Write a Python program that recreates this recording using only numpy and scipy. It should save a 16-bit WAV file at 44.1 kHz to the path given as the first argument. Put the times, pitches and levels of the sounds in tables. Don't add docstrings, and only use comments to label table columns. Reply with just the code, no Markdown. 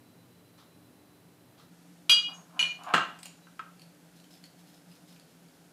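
import sys
import numpy as np
from scipy import signal
from scipy.fft import rfft, irfft, next_fast_len
from scipy.io import wavfile
from scipy.ndimage import map_coordinates

SR = 44100
rng = np.random.default_rng(int(sys.argv[2]) if len(sys.argv) > 2 else 0)


def persist_wave(psi):
    counts = np.round(np.clip(psi, -1, 1) * 32767).astype(np.int16)
    wavfile.write(sys.argv[1], SR, np.atleast_2d(counts).T)


N = 252252

# frequency in Hz, t60 in seconds.
ROOM_DECAY = [(150, 0.45), (1000, 0.38), (3000, 0.4), (7000, 0.37), (14000, 0.13)]

# frequency in Hz, relative level in dB.
AIR_EARLY_SPECTRUM = [(25, -44), (64, -21.5), (105, -5), (170, -8.5), (260, -7.5), (400, -10), (570, -13),
                      (1140, -19.5), (2000, -23.5), (4400, -27.5), (6500, -31), (12000, -28), (15500, -34)]
AIR_LATE_SPECTRUM = [(15, -53.5), (25, -31.5), (53, -24.5), (107, -19.5), (169, -4.5), (221, -14),
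                     (281, -5.5), (349, -15), (598, -16), (722, -16.5), (1110, -24.5), (1490, -21.5),
                     (2010, -25.5), (12500, -31), (15500, -40.5)]
# frequency in Hz, width in Hz, level before the shift in dB, level after it in dB.
HUM_TONES = [(123.5, 24, -70, -81.5), (172.6, 14, -65.5, -60.5), (250, 2.7, -71, -75.5),
             (298, 4.4, -67.5, -70.5), (4010, 28, -78.5, -100)]
SHIFT_START_S, SHIFT_LENGTH_S = 1.7, 0.017
AIR_EARLY_DB, AIR_LATE_DB = -60.5, -60.0

# frequency in Hz, relative level in dB.
CLOCK_SPECTRUM = [(500, -12), (1200, 5), (2300, -11), (3700, -1.5), (6000, -10), (12000, -23)]
CLOCK_START_S, CLOCK_DB, CLOCK_RISE_S, CLOCK_T60_S = 0.574, -52.5, 0.019, 0.31

# start in seconds, length in seconds, level at the end in dB.
RUB_STROKES = [(4.15, 0.017, -63.5), (4.30, 0.027, -59), (4.42, .04, -67), (4.575, .03, -62),
               (4.65, .035, -61.5), (4.72, 0.029, -61), (4.88, 0.093, -64), (4.99, 0.026, -64),
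               (5.07, 0.018, -61), (5.11, 0.024, -60.5), (5.28, 0.02, -69), (5.53, .03, -68)]
# frequency in Hz, relative level in dB.
GRAIN_SPECTRUM = [(800, -4.5), (2500, -3), (4200, 3.5), (4900, -1.5), (5150, 6), (5500, -2), (8000, -5),
                  (13000, -6), (15500, -13)]
RUB_SWELL_DB, RUB_RELEASE_T60_S = 6.5, 0.26
STROKE_ATTACK_S = 0.01

# start in seconds, level before the room in dB, pitch in Hz.
TING_EVENTS = [(2.333, -45, 6540), (3.416, -59.5, 3940), (4.308, -50, 5120), (4.735, -61, 5170),
               (5.075, -58, 5120)]
TING_RISE_S, TING_T60_S, TING_GRAZE_DB = 0.015, 0.19, -6

# start in seconds, level before the room in dB, resonance in Hz.
TICK_EVENTS = [(2.835, -45, 7000), (3.189, -47.5, 8000), (3.2303, -39, 8260), (3.2565, -38, 7000),
               (3.264, -47.5, 4470), (3.7945, -52, 4550), (3.818, -50, 4400), (4.1997, -55.5, 3990),
               (4.242, -55, 2980), (4.352, -55.5, 3570), (4.4391, -46.5, 4400), (4.915, -54, 4970),
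               (5.162, -56.5, 2570), (5.197, -53, 4500), (5.485, -58, 4700)]
# frequency in Hz, relative level in dB.
TICK_SPECTRUM = [(100, -31), (300, -9), (1500, -7.5), (3000, 0), (3700, -4.5), (4400, 1), (5800, -8.5),
                 (7200, -7.5), (8400, -9), (9200, -5.5), (13000, -13), (15500, -19.5)]
TICK_T60_S, TICK_RING_DB, TICK_ROOM_DB = 0.021, -4, -2

# start in seconds, length in seconds,
# level at the end before the room in dB.
PUSH_STROKES = [(2.26, 0.029, -52), (2.46, 0.12, -52.5), (2.78, 0.12, -37.5)]
# frequency in Hz, relative level in dB.
SLIDE_SPECTRUM = [(300, -33.5), (580, -14.5), (720, 2.5), (850, -4.5), (1030, 1.5), (1300, -2.5),
                  (1620, -9.5), (1950, -23.5), (2600, -15.5), (5000, -39), (9000, -65)]
PUSH_SWELL_DB, PUSH_RELEASE_T60_S = 20.5, 0.68

# start in seconds, level of ring and crack in dB, level of the low thump in dB.
KNOCK_EVENTS = [(2.889, -33, -52), (2.938, -16, -37.5), (2.942, -14.5, -35), (2.948, -17, -46),
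                (2.959, -36, -49), (2.979, -19.5, -45), (3.469, -45, -79), (3.5929, -27.5, -67),
                (3.598, -33, -68.5), (3.608, -43.5, -64)]
# frequency in Hz, width in Hz, relative level in dB.
TRAY_MODES = [(710, 56, -10.5), (885, 57, -10.5), (1070, 57, -5.5), (1298, 64, 1), (1334, 41, -2),
              (1574, 46, -3), (1890, 79, -10), (2026, 63, -13), (2402, 69, -12), (2810, 130, 0.5),
              (3580, 150, -20.5), (4190, 130, -22.5), (6650, 180, -32)]
# frequency in Hz, relative level in dB.
CRACK_SPECTRUM = [(60, -33), (200, -4.5), (500, -9), (750, -15), (1300, 1), (2000, -5.5), (2900, -7),
                  (3400, -9.5), (5500, -24.5), (7000, -20.5), (10000, -35.5), (13000, -52.5)]
THUMP_SPECTRUM = [(25, -27.5), (70, -18.5), (190, 0.5), (300, -2.5), (450, -4.5), (900, -29.5)]
TRAY_MAIN_HZ, TRAY_DB = 1390, -4
HARD_DB, SOFTNESS_PER_DB, SOFTEST_DB = -19, 1.33, 8.5
CRACK_DB, CRACK_LOSS = -3.5, 0.78
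KNOCK_ROOM_DB, ROOM_LOSS = -3.5, 0.26

# frequency in Hz, relative level struck at the rim in dB,
# relative level struck at the side in dB, t60 in seconds while undamped.
GLASS_MODES = [(2442, -11.5, 0, .45), (2885, -4.5, 0, .43), (3267, 0, -15, .22), (4783, -6, -29, .28),
               (3647, -22, -30, .22), (3826, -19, -22, .3), (3860, -17, -30, .22), (4087, -26, -28, .25),
               (4286, -21, -10.5, .35), (5577, -22, -28, .28), (5933, -19, -14, .27), (6692, -25, -15, .26),
               (10100, -35, -20, .2), (10300, -28, -31, .22), (5850, -30, -20, .15), (6143, -28, -34, .2),
               (6305, -34, -24, .2), (7830, -25, -25, .18), (8910, -33, -42, .15), (9648, -29, -42, .2),
               (11007, -30, -46, .14), (11480, -29, -34, .15), (11970, -29, -48, .12),
               (12480, -29, -48, .1)]
# start in seconds, ring level in dB,
# contact noise level in dB, striker level in dB, place from 0 rim to 1 side, seconds until the hand damps it.
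CLINK_EVENTS = [(2.0932, -46, -46, -38, 0, .01), (2.0954, -10.5, -19.5, -11, 0, .22),
                (2.5922, -23.5, -28.5, -13.5, 1, .14), (2.6266, -42, -34, -12.5, 1, .03)]
# frequency in Hz, relative level in dB.
CONTACT_SPECTRUM = [(40, -42), (150, -20.5), (300, -20.5), (700, -13), (1300, -8.5), (2100, -4.5),
                    (3000, -10), (3800, 1.5), (5200, -14), (6600, -8), (8600, -17), (12500, -19.5),
                    (14000, -48)]
# frequency in Hz, t60 in seconds.
STRIKER_MODE = (2963, 0.031)
DAMPING_DB_PER_S = 170

PEAK_LIMIT, BASS_CUT_HZ, TOP_HZ = 0.45, 30, 15600


def gain(db):
    return 10 ** (np.asarray(db) / 20)


def unit(x):
    return x / np.sqrt(np.mean(x ** 2) + 1e-20)


def along(points, hz):
    point_hz, values = np.transpose(points)
    return np.interp(np.log(hz + 1), np.log(point_hz + 1), values)


def wobble(rate_hz):
    knots = rng.standard_normal(int(N * rate_hz / SR) + 4)
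    return map_coordinates(knots, [np.arange(N) * rate_hz / SR])


def filtered(x, response):
    size = next_fast_len(len(x) + 8192)
    hz = np.fft.rfftfreq(size, 1 / SR)
    return irfft(rfft(x, size) * response(hz), size)[:len(x)]


def coloured(x, spectrum, tilt_db=0, size=4096):
    hz = np.fft.rfftfreq(size, 1 / SR)
    level_db = along(spectrum, hz) + tilt_db * np.log2(1 + hz / 500)
    cepstrum = irfft(np.log(gain(level_db)))
    cepstrum[1:size // 2] *= 2
    cepstrum[size // 2 + 1:] = 0
    kernel = irfft(np.exp(rfft(cepstrum)))
    return signal.fftconvolve(x, kernel / np.linalg.norm(kernel))[:len(x)]


def resonant(x, hz, width_hz):
    b, a = signal.iirpeak(hz, hz / width_hz, SR)
    return np.std(x) * unit(signal.lfilter(b, a, x))


def burst(t60_s, rise_s=0.00027):
    t = np.arange(SR) / SR
    return rng.standard_normal(SR) * gain(-60 * t / t60_s) * (1 - np.exp(-t / rise_s))


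def ringing(hz, t60_s):
    t = np.arange(SR) / SR
    attack = 1 - np.exp(-(t / 0.0006) ** 2)
    return np.sin(2 * np.pi * (hz * t + rng.random())) * gain(-60 * t / t60_s) * attack


def strokes(rows, swell_db, release_t60_s):
    t, envelope = np.arange(N) / SR, np.zeros(N)
    for start_s, length_s, end_db in rows:
        attack = np.clip((t - start_s) / STROKE_ATTACK_S, 0, 1)
        to_go = np.clip(1 - (t - start_s) / length_s, 0, 1)
        after_s = np.maximum(t - start_s - length_s, 0)
        level_db = end_db - swell_db * to_go - 60 * after_s / release_t60_s
        envelope = np.maximum(envelope, attack * gain(level_db))
    return envelope


def add(track, start_s, sound):
    part = track[round(start_s * SR):][:len(sound)]
    part += sound[:len(part)]


def in_room(x, wet_db, gap_s=0.0036, echo_count=8):
    hz, t, noise_stft = signal.stft(rng.standard_normal(SR // 2), SR, nperseg=256)
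    decay = gain(-60 * t / along(ROOM_DECAY, hz)[:, None])
    tail = signal.istft(noise_stft * decay, SR, nperseg=256)[1]
    tail *= 1 - np.exp(-(np.arange(len(tail)) / SR / gap_s) ** 2)
    tail /= np.linalg.norm(tail)
    echo_at = (rng.uniform(0.002, 0.025, echo_count) * SR).astype(int)
    tail[echo_at] += 0.24 * rng.choice([-1, 1], echo_count)
    wet = signal.fftconvolve(x, tail / np.linalg.norm(tail))[:len(x)]
    return x + gain(wet_db) * wet


def air(spectrum):
    return unit(coloured(rng.standard_normal(N), spectrum))


def background():
    t = np.arange(N) / SR
    late = np.clip((t - SHIFT_START_S) / SHIFT_LENGTH_S, 0, 1)
    out = (1 - late) * gain(AIR_EARLY_DB) * air(AIR_EARLY_SPECTRUM)
    out += late * gain(AIR_LATE_DB) * air(AIR_LATE_SPECTRUM)
    for hz, width_hz, early_db, late_db in HUM_TONES:
        sway = 1 + 0.69 * (wobble(2 * width_hz) + 1j * wobble(2 * width_hz))
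        tone = unit(np.real(sway * np.exp(2j * np.pi * hz * t)))
        out += gain(early_db + late * (late_db - early_db)) * tone
    return out


def clock(count=2):
    out = np.zeros(N)
    for second in range(count):
        tick = coloured(burst(CLOCK_T60_S, CLOCK_RISE_S), CLOCK_SPECTRUM)
        add(out, CLOCK_START_S + second, gain(CLOCK_DB) * tick)
    return out


def seasoning():
    clumping_db = 3.5 * wobble(900) + 2.12 * wobble(35)
    grains = rng.standard_normal(N) * gain(clumping_db)
    envelope = strokes(RUB_STROKES, RUB_SWELL_DB, RUB_RELEASE_T60_S)
    return envelope * unit(coloured(grains, GRAIN_SPECTRUM))


def tings():
    out, t = np.zeros(N), np.arange(SR) / SR
    swell = (1 - np.exp(-t / TING_RISE_S)) * gain(-60 * t / TING_T60_S)
    for start_s, db, hz in TING_EVENTS:
        graze = gain(TING_GRAZE_DB) * resonant(rng.standard_normal(SR), hz, width_hz=460)
        note = swell * (np.sin(2 * np.pi * hz * t) + graze)
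        add(out, start_s, gain(db) * in_room(note, wet_db=-3))
    return out


def ticks(width_hz=250):
    out = np.zeros(N)
    for start_s, db, hz in TICK_EVENTS:
        puff = coloured(burst(TICK_T60_S), TICK_SPECTRUM)
        tick = puff + gain(TICK_RING_DB) * resonant(puff, hz, width_hz)
        add(out, start_s, gain(db) * in_room(tick, TICK_ROOM_DB))
    return out


def slide():
    slips = rng.standard_normal(N) * gain(3.1 * wobble(140))
    envelope = strokes(PUSH_STROKES, PUSH_SWELL_DB, PUSH_RELEASE_T60_S)
    return in_room(envelope * unit(coloured(slips, SLIDE_SPECTRUM)), wet_db=-5.5)


def tray_ring(soft_db):
    ring = np.zeros(SR)
    for hz, width_hz, level_db in TRAY_MODES:
        loss_db = soft_db * abs(np.log2(hz / TRAY_MAIN_HZ))
        t60_s = np.log(1000) / (np.pi * width_hz)
        ring += gain(level_db - loss_db + rng.normal(0, 1)) * ringing(hz, t60_s)
    return ring


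def knocks():
    out = np.zeros(N)
    for start_s, db, thump_db in KNOCK_EVENTS:
        soft_db = min(SOFTNESS_PER_DB * (HARD_DB - db), SOFTEST_DB)
        ring = gain(TRAY_DB) * tray_ring(soft_db)
        crack = gain(CRACK_DB - CRACK_LOSS * soft_db) * coloured(burst(t60_s=0.018), CRACK_SPECTRUM)
        thump = gain(thump_db) * coloured(burst(t60_s=0.05), THUMP_SPECTRUM)
        knock = gain(db) * (ring + crack) + thump
        add(out, start_s, in_room(knock, KNOCK_ROOM_DB - ROOM_LOSS * soft_db))
    return out


def clinks():
    out, t = np.zeros(N), np.arange(SR) / SR
    for start_s, ring_db, contact_db, striker_db, place, free_s in CLINK_EVENTS:
        grip = gain(-DAMPING_DB_PER_S * np.maximum(t - free_s, 0))
        for hz, rim_db, side_db, t60_s in GLASS_MODES:
            split_hz = rng.uniform(11, 22) * rng.choice([-1, 1])
            mode = ringing(hz, t60_s)
            twin = 0.5 * ringing(hz + split_hz, t60_s)
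            heard = in_room(mode + twin, wet_db=-5)
            heard *= np.linalg.norm(mode) / np.linalg.norm(heard)
            mode_db = rim_db + place * (side_db - rim_db)
            add(out, start_s, gain(ring_db + mode_db) * heard * grip)
        crack = coloured(burst(t60_s=0.029), CONTACT_SPECTRUM, tilt_db=-3.5 * place)
        add(out, start_s, gain(contact_db) * in_room(crack, wet_db=2.5))
        add(out, start_s, gain(striker_db) * in_room(ringing(*STRIKER_MODE), wet_db=-9))
    return out


def scene():
    quiet = background() + clock() + seasoning() + tings() + ticks()
    return (quiet + slide() + knocks() + clinks())[None]


def record(dry):
    rounded = dry[0] / (1 + (dry[0] / PEAK_LIMIT) ** 6) ** (1 / 6)
    bass_cut = signal.butter(2, BASS_CUT_HZ, "high", fs=SR, output="sos")
    thinned = signal.sosfilt(bass_cut, rounded)
    return filtered(thinned, lambda hz: hz < TOP_HZ)[None]


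dry = scene()
out = record(dry)
persist_wave(out)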